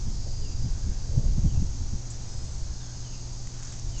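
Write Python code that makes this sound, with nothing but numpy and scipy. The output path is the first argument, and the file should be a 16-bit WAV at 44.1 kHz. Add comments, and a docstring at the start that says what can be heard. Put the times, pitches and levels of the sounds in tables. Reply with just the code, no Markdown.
"""A steady chorus of insects scrapes its wings on a muddy bank beside still water.
The far ones blur into a hiss, while a few nearer ones each trill on one pitch.
A far bird whistles thin falling chirps, and dry stalks rustle and snap, mostly near the end.
Wind buffets the microphone, hardest in the first two seconds.
Behind it all are a faint far call, a soft wash of open air and a hum like a distant motor."""
import sys
import numpy as np
from scipy import signal
from scipy.fft import rfft, irfft
from scipy.io import wavfile
from scipy.ndimage import uniform_filter1d

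SR = 44100
rng = np.random.default_rng(int(sys.argv[2]) if len(sys.argv) > 2 else 0)


def wav_out(sig):
    """Save sig, one row per channel (or a flat mono array), as 16-bit PCM at SR to the path in sys.argv[1]."""
    wavfile.write(sys.argv[1], SR, np.round(np.clip(np.atleast_2d(sig).T, -1, 1) * 32767).astype(np.int16))


N = 176400  # 4 seconds
TIME = np.arange(N) / SR


def amp(db):
    """Turns decibels into a number to multiply by."""
    return 10 ** (np.asarray(db) / 20)


def unit(x):
    """Scales a sound to an average strength (rms) of 1."""
    return x / np.sqrt(np.mean(abs(x) ** 2) + 1e-20)


def curve(points, t=TIME):
    """Joins points in time with straight lines."""
    return np.interp(t, *np.transpose(points))


def bell(x, centre, width):
    """A smooth bump, 1 at its centre."""
    return np.exp(-2 * ((x - centre) / width) ** 2)


def tone_gain(points, hz):
    """Looks up how strong a frequency is in a tone table."""
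    f, db = np.transpose(points)
    return amp(np.interp(np.log(hz + 1), np.log(f + 1), db))


def colour(x, points):
    """Filters a sound by a tone table, to strength 1."""
    return unit(irfft(rfft(x) * tone_gain(points, np.fft.rfftfreq(N, 1 / SR)), N))


def band(hz, width_hz):
    """Noise around one pitch, at strength 1."""
    f = np.fft.rfftfreq(N, 1 / SR)
    return unit(irfft(rfft(rng.standard_normal(N)) * bell(f, hz, width_hz), N))


def drift(rate_hz):
    """Smooth random wandering, at strength 1."""
    return band(0, 2 * rate_hz)


def sine(hz):
    """A pure wave that follows a changing frequency."""
    return np.sin(2 * np.pi * np.cumsum(hz) / SR)


def steadied(x, samples):
    """Evens out the loudness of a noise over this many samples."""
    power = uniform_filter1d(abs(signal.hilbert(x)) ** 2 / 2, samples)
    return x / np.sqrt(abs(power) + 1e-3)


def wings(hz, width_hz, pulses_per_s=37, depth=0.12):
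    """A wing rings as it is scraped in quick, uneven pulses."""
    pulse_rate = pulses_per_s * (1 + 0.3 * rng.standard_normal() + 0.17 * drift(3.9))
    ring = steadied(band(hz, width_hz), samples=1400)
    return unit(ring * (1 + depth * sine(pulse_rate)))


# The tone of the far insects. Each row: frequency in Hz, relative level in dB.
CHORUS_TONE = [(2000, -39.5), (3200, -15), (3900, -8.5), (4400, -4.5), (4800, -2), (5500, -1.5), (5900, 1),
               (6300, 2), (6700, 1), (6950, -2.5), (7400, -4.5), (7900, -11.5), (8400, -17.5), (9000, -47)]
# How loud their hiss is. Each row: time in seconds, level in dB.
CHORUS_LEVELS = [(0, -49), (1, -50), (2, -49.5), (3, -49.5), (4, -48.5)]
# Nearer insects. Each row: start and length in seconds, pitch and width in Hz, level in dB.
NEAR_TRILLS = [(0.01, 1, 6800, 96, -61), (.03, 1.2, 4970, 27, -61), (0.096, 0.66, 4755, 25, -54.5),
               (0.08, 0.22, 5350, 19, -59), (.11, 0.34, 4420, 19, -62.5), (.26, 0.5, 4970, 20, -57),
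               (0.33, 0.32, 4700, 310, -61), (-0.3, .31, 5412, 26, -59), (0.738, 0.72, 4760, 26, -59.5),
               (0.938, 1.52, 6580, 100, -58), (1.54, .76, 5890, 47, -57.5), (2.195, 0.48, 7630, 900, -60),
               (2.24, 0.27, 5080, 14.5, -55), (2.274, 1.15, 4410, 18, -63.5), (2.6, 0.85, 6500, 71, -54.5),
               (2.66, .6, 5100, 90, -58), (2.88, 0.7, 4860, 380, -58)]

def insects(far_trills_db=-55.5):
    """Countless far insects merge into a hiss, and single trills swell out of it."""
    out = amp(curve(CHORUS_LEVELS) + 0.64 * drift(40)) * colour(rng.standard_normal(N), CHORUS_TONE)
    far_trills = sum(band(hz + 25 * rng.standard_normal(), 18) * tone_gain(CHORUS_TONE, hz)
                     for hz in np.linspace(4100, 7200, 20))
    for start, length, hz, width, db in NEAR_TRILLS:
        progress = np.clip((TIME - start) / length, 0, 1)
        swell = np.sqrt(abs(np.sin(np.pi * progress)))
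        out += amp(db) * swell * wings(hz, width)
    return out + amp(far_trills_db) * unit(far_trills)


# The bird's calls. Each row: start and length in seconds, starting pitch in Hz, level in dB.
BIRD_CHIRPS = [(.412, 0.091, 3140, -59.5), (1.46, .08, 3340, -60.5), (2.78, 0.071, 4030, -60),
               (3.026, .09, 3330, -54.5), (3.915, 0.098, 3230, -56.5)]

def bird(fall=0.16, slur_db=-4.5, echo_db=-6.5, echo_rise_s=0.035, echo_decay_s=0.043):
    """Falling whistles end in a lower, rough slur and echo back from the banks."""
    out = np.zeros(N)
    for start, length, hz, db in BIRD_CHIRPS:
        progress = np.clip((TIME - start) / length, 0, 1)
        pitch = hz * (1 - fall * (1 - (1 - progress) ** 1.4) + .008 * drift(150))
        swell = abs(np.sin(np.pi * progress ** 1.16)) ** 0.44
        out += amp(db + 3.6 * drift(60)) * swell * sine(pitch)
        slur = bell(TIME, start + length + 0.024, .04) * band(hz * 0.815, width_hz=280)
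        out += amp(db + slur_db) * slur
    echo = rng.standard_normal(N) * np.minimum(TIME / echo_rise_s, 1) ** 2 * np.exp(-TIME / echo_decay_s)
    return out + amp(echo_db) * signal.fftconvolve(out, echo / np.linalg.norm(echo))[:N]


# The tone of dry straw. Each row: frequency in Hz, relative level in dB.
STRAW_TONE = [(300, -26.5), (1000, -2), (1500, -6), (2700, -3), (4500, -7), (6300, 5.5), (7300, 3),
              (8200, -11), (9000, -23.5)]
# How loud the rustle is. Each row: time in seconds, level in dB.
RUSTLE_LEVELS = [(0, -80), (3.4, -71.5), (3.56, -54), (3.64, -55.5), (3.76, -48), (3.83, -75), (3.94, -60),
                 (4, -49)]
# Stalks snapping. Each row: start and fade time in seconds, level in dB, pitch in Hz,
# share of broad crack from 0 to 1.
STALK_SNAPS = [(0.898, .0015, -42, 6700, .1), (2.102, 0.0084, -42.5, 7450, 0.08),
               (2.108, 0.0051, -48, 6230, .05), (3.472, 0.0013, -35.5, 6500, .6),
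               (3.592, .0012, -42, 6200, .8), (3.626, .0012, -39, 7100, 0.7),
               (3.632, 0.0013, -35.5, 6400, 0.5), (3.650, 0.0049, -40, 6240, .2),
               (3.672, 0.0014, -37, 6250, .2), (3.722, 0.0027, -42, 7400, 0.4),
               (3.790, 0.0011, -39.5, 6700, 0.76), (3.796, 0.0013, -35.5, 6550, 0.06),
               (3.979, 0.022, -40, 6600, 0.22)]

def stalks(ticks_per_s=1500):
    """Dry straw crackles with tiny ticks and gives a few clear snaps."""
    ticks = rng.standard_normal(N) * (rng.random(N) < ticks_per_s / SR)
    out = amp(curve(RUSTLE_LEVELS)) * colour(ticks, STRAW_TONE)
    crack = colour(rng.standard_normal(N), STRAW_TONE)
    for start, fade, db, hz, share in STALK_SNAPS:
        age = np.maximum(TIME - start, 0) / fade
        burst = np.sqrt(2 * age) * np.exp(.5 - age)  # jumps to 1, then dies away
        ring = steadied(band(hz, width_hz=990), samples=130)
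        out += amp(db) * burst * ((1 - share) * ring + share * crack)
    return out


# The wind's strength. Each row: time in seconds, level in dB before boost_db is added.
WIND_LEVELS = [(0.0, -33.5), (0.1, -26), (0.13, -31.5), (0.78, -28.5), (0.81, -38), (0.86, -24), (1.0, -34),
               (1.19, -25), (1.21, -31), (1.26, -23.5), (1.65, -28), (1.73, -34), (1.85, -28), (1.88, -34),
               (1.96, -29), (1.99, -39.5), (2.6, -33.5), (2.62, -32), (2.88, -40), (3.33, -37),
               (3.82, -39.5), (3.85, -30.5), (3.95, -36), (4.0, -31.5)]
# The tone of its rumble. Each row: frequency in Hz at reference_db, relative level in dB.
RUMBLE_TONE = [(5, -6.5), (18, 3), (32, 2), (55, -8), (90, -9), (140, -25.5), (220, -31), (400, -39),
               (900, -71.5), (3000, -100)]

def wind_rumble(boost_db=2.5, reference_db=-27, octaves_per_db=.035):
    """Air swirls at the microphone and sounds brighter as it blows harder."""
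    frames = dict(nperseg=4096, noverlap=3072)
    hz, times, spectrum = signal.stft(rng.standard_normal(N), SR, **frames)
    stretch = 2 ** (octaves_per_db * (curve(WIND_LEVELS, times) - reference_db))
    spectrum *= tone_gain(RUMBLE_TONE, hz[:, None] / stretch)
    rumble = unit(signal.istft(spectrum, **frames)[1][:N])
    return steadied(rumble, samples=4000) * amp(curve(WIND_LEVELS) + boost_db)


# Sharp puffs of wind. Each row: peak time and length in seconds, level in dB.
PUFFS = [(0.098, 0.051, -33), (.60, 0.038, -32), (0.66, 0.034, -25), (0.884, 0.056, -31),
         (1.184, 0.018, -17), (1.275, 0.096, -30.5), (1.39, 0.016, -22), (1.456, 0.038, -20.5),
         (1.573, 0.088, -26), (1.626, 0.0078, -22), (1.942, 0.018, -24.5), (2.718, 0.027, -32)]
# Their tone. Each row: frequency in Hz, relative level in dB.
PUFF_TONE = [(20, -10), (60, 3), (120, 0), (190, -8), (290, -22), (450, -37), (750, -45), (1300, -55.5),
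             (3000, -78)]

def wind_puffs():
    """Short puffs hit the microphone with low thumps."""
    loudness = sum(amp(db) * bell(TIME, peak, length) for peak, length, db in PUFFS)
    return loudness * steadied(colour(rng.standard_normal(N), PUFF_TONE), samples=1200)


# Soft swells of noise. Each row: peak time and length in seconds, level in dB, pitch and width in Hz.
NOISE_SWELLS = [(0.277, 0.063, -51, 520, 348), (0.434, .1, -55.5, 426, 200), (0.874, .4, -66, 1590, 198),
                (1.183, 0.17, -50.5, 520, 332), (1.562, 0.046, -56, 686, 400),
                (2.85, 0.29, -64.5, 1590, 200), (3.646, 0.15, -59, 1530, 698)]

def soft_swells():
    """Low rushes of air, a faint far call near 1600 Hz, and a midrange rustle of stalks near the end."""
    return sum(amp(db) * bell(TIME, peak, length) * band(hz, width)
               for peak, length, db, hz, width in NOISE_SWELLS)


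# The notes in the hum. Each row: pitch in Hz, level in dB.
MOTOR_NOTES = [(120, -42.5), (180, -62), (264, -60), (352, -62.5)]

def motor(waver_hz=0.58):
    """A far motor hums, wavering a little in loudness and pitch."""
    return sum(amp(db + drift(3)) * unit(sine(hz + waver_hz * drift(4.6))) for hz, db in MOTOR_NOTES)


# The tone of the outdoors. Each row: frequency in Hz, relative level in dB.
AIR_TONE = [(20, 0.5), (110, -0.5), (170, -6.5), (250, -17), (400, -19), (850, -20), (1100, -25),
            (1550, -27.5), (1900, -29.5), (3000, -30.5), (6000, -31), (9000, -51)]
# Its slow swell. Each row: time in seconds, change of level in dB.
AIR_CHANGES = [(0, 0), (1.2, 0.5), (2.6, 0.86), (4, -0.5)]

def open_air(level_db=-44):
    """A soft wash of outdoor noise gently rises and falls."""
    loudness = amp(level_db + curve(AIR_CHANGES) + .5 * drift(3.3))
    return loudness * colour(rng.standard_normal(N), AIR_TONE)


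def scene():
    """Adds up all the sounds at one microphone."""
    wind = wind_rumble() + wind_puffs()
    background = soft_swells() + motor() + open_air()
    return (insects() + bird() + stalks() + wind + background)[None]


def record(dry):
    """The recorder cuts off the treble above 9000 Hz."""
    low_pass = signal.firwin(401, 9000, window=("kaiser", 9), fs=SR)
    return signal.oaconvolve(dry, low_pass[None], "same")


dry = scene()
out = record(dry)
wav_out(out)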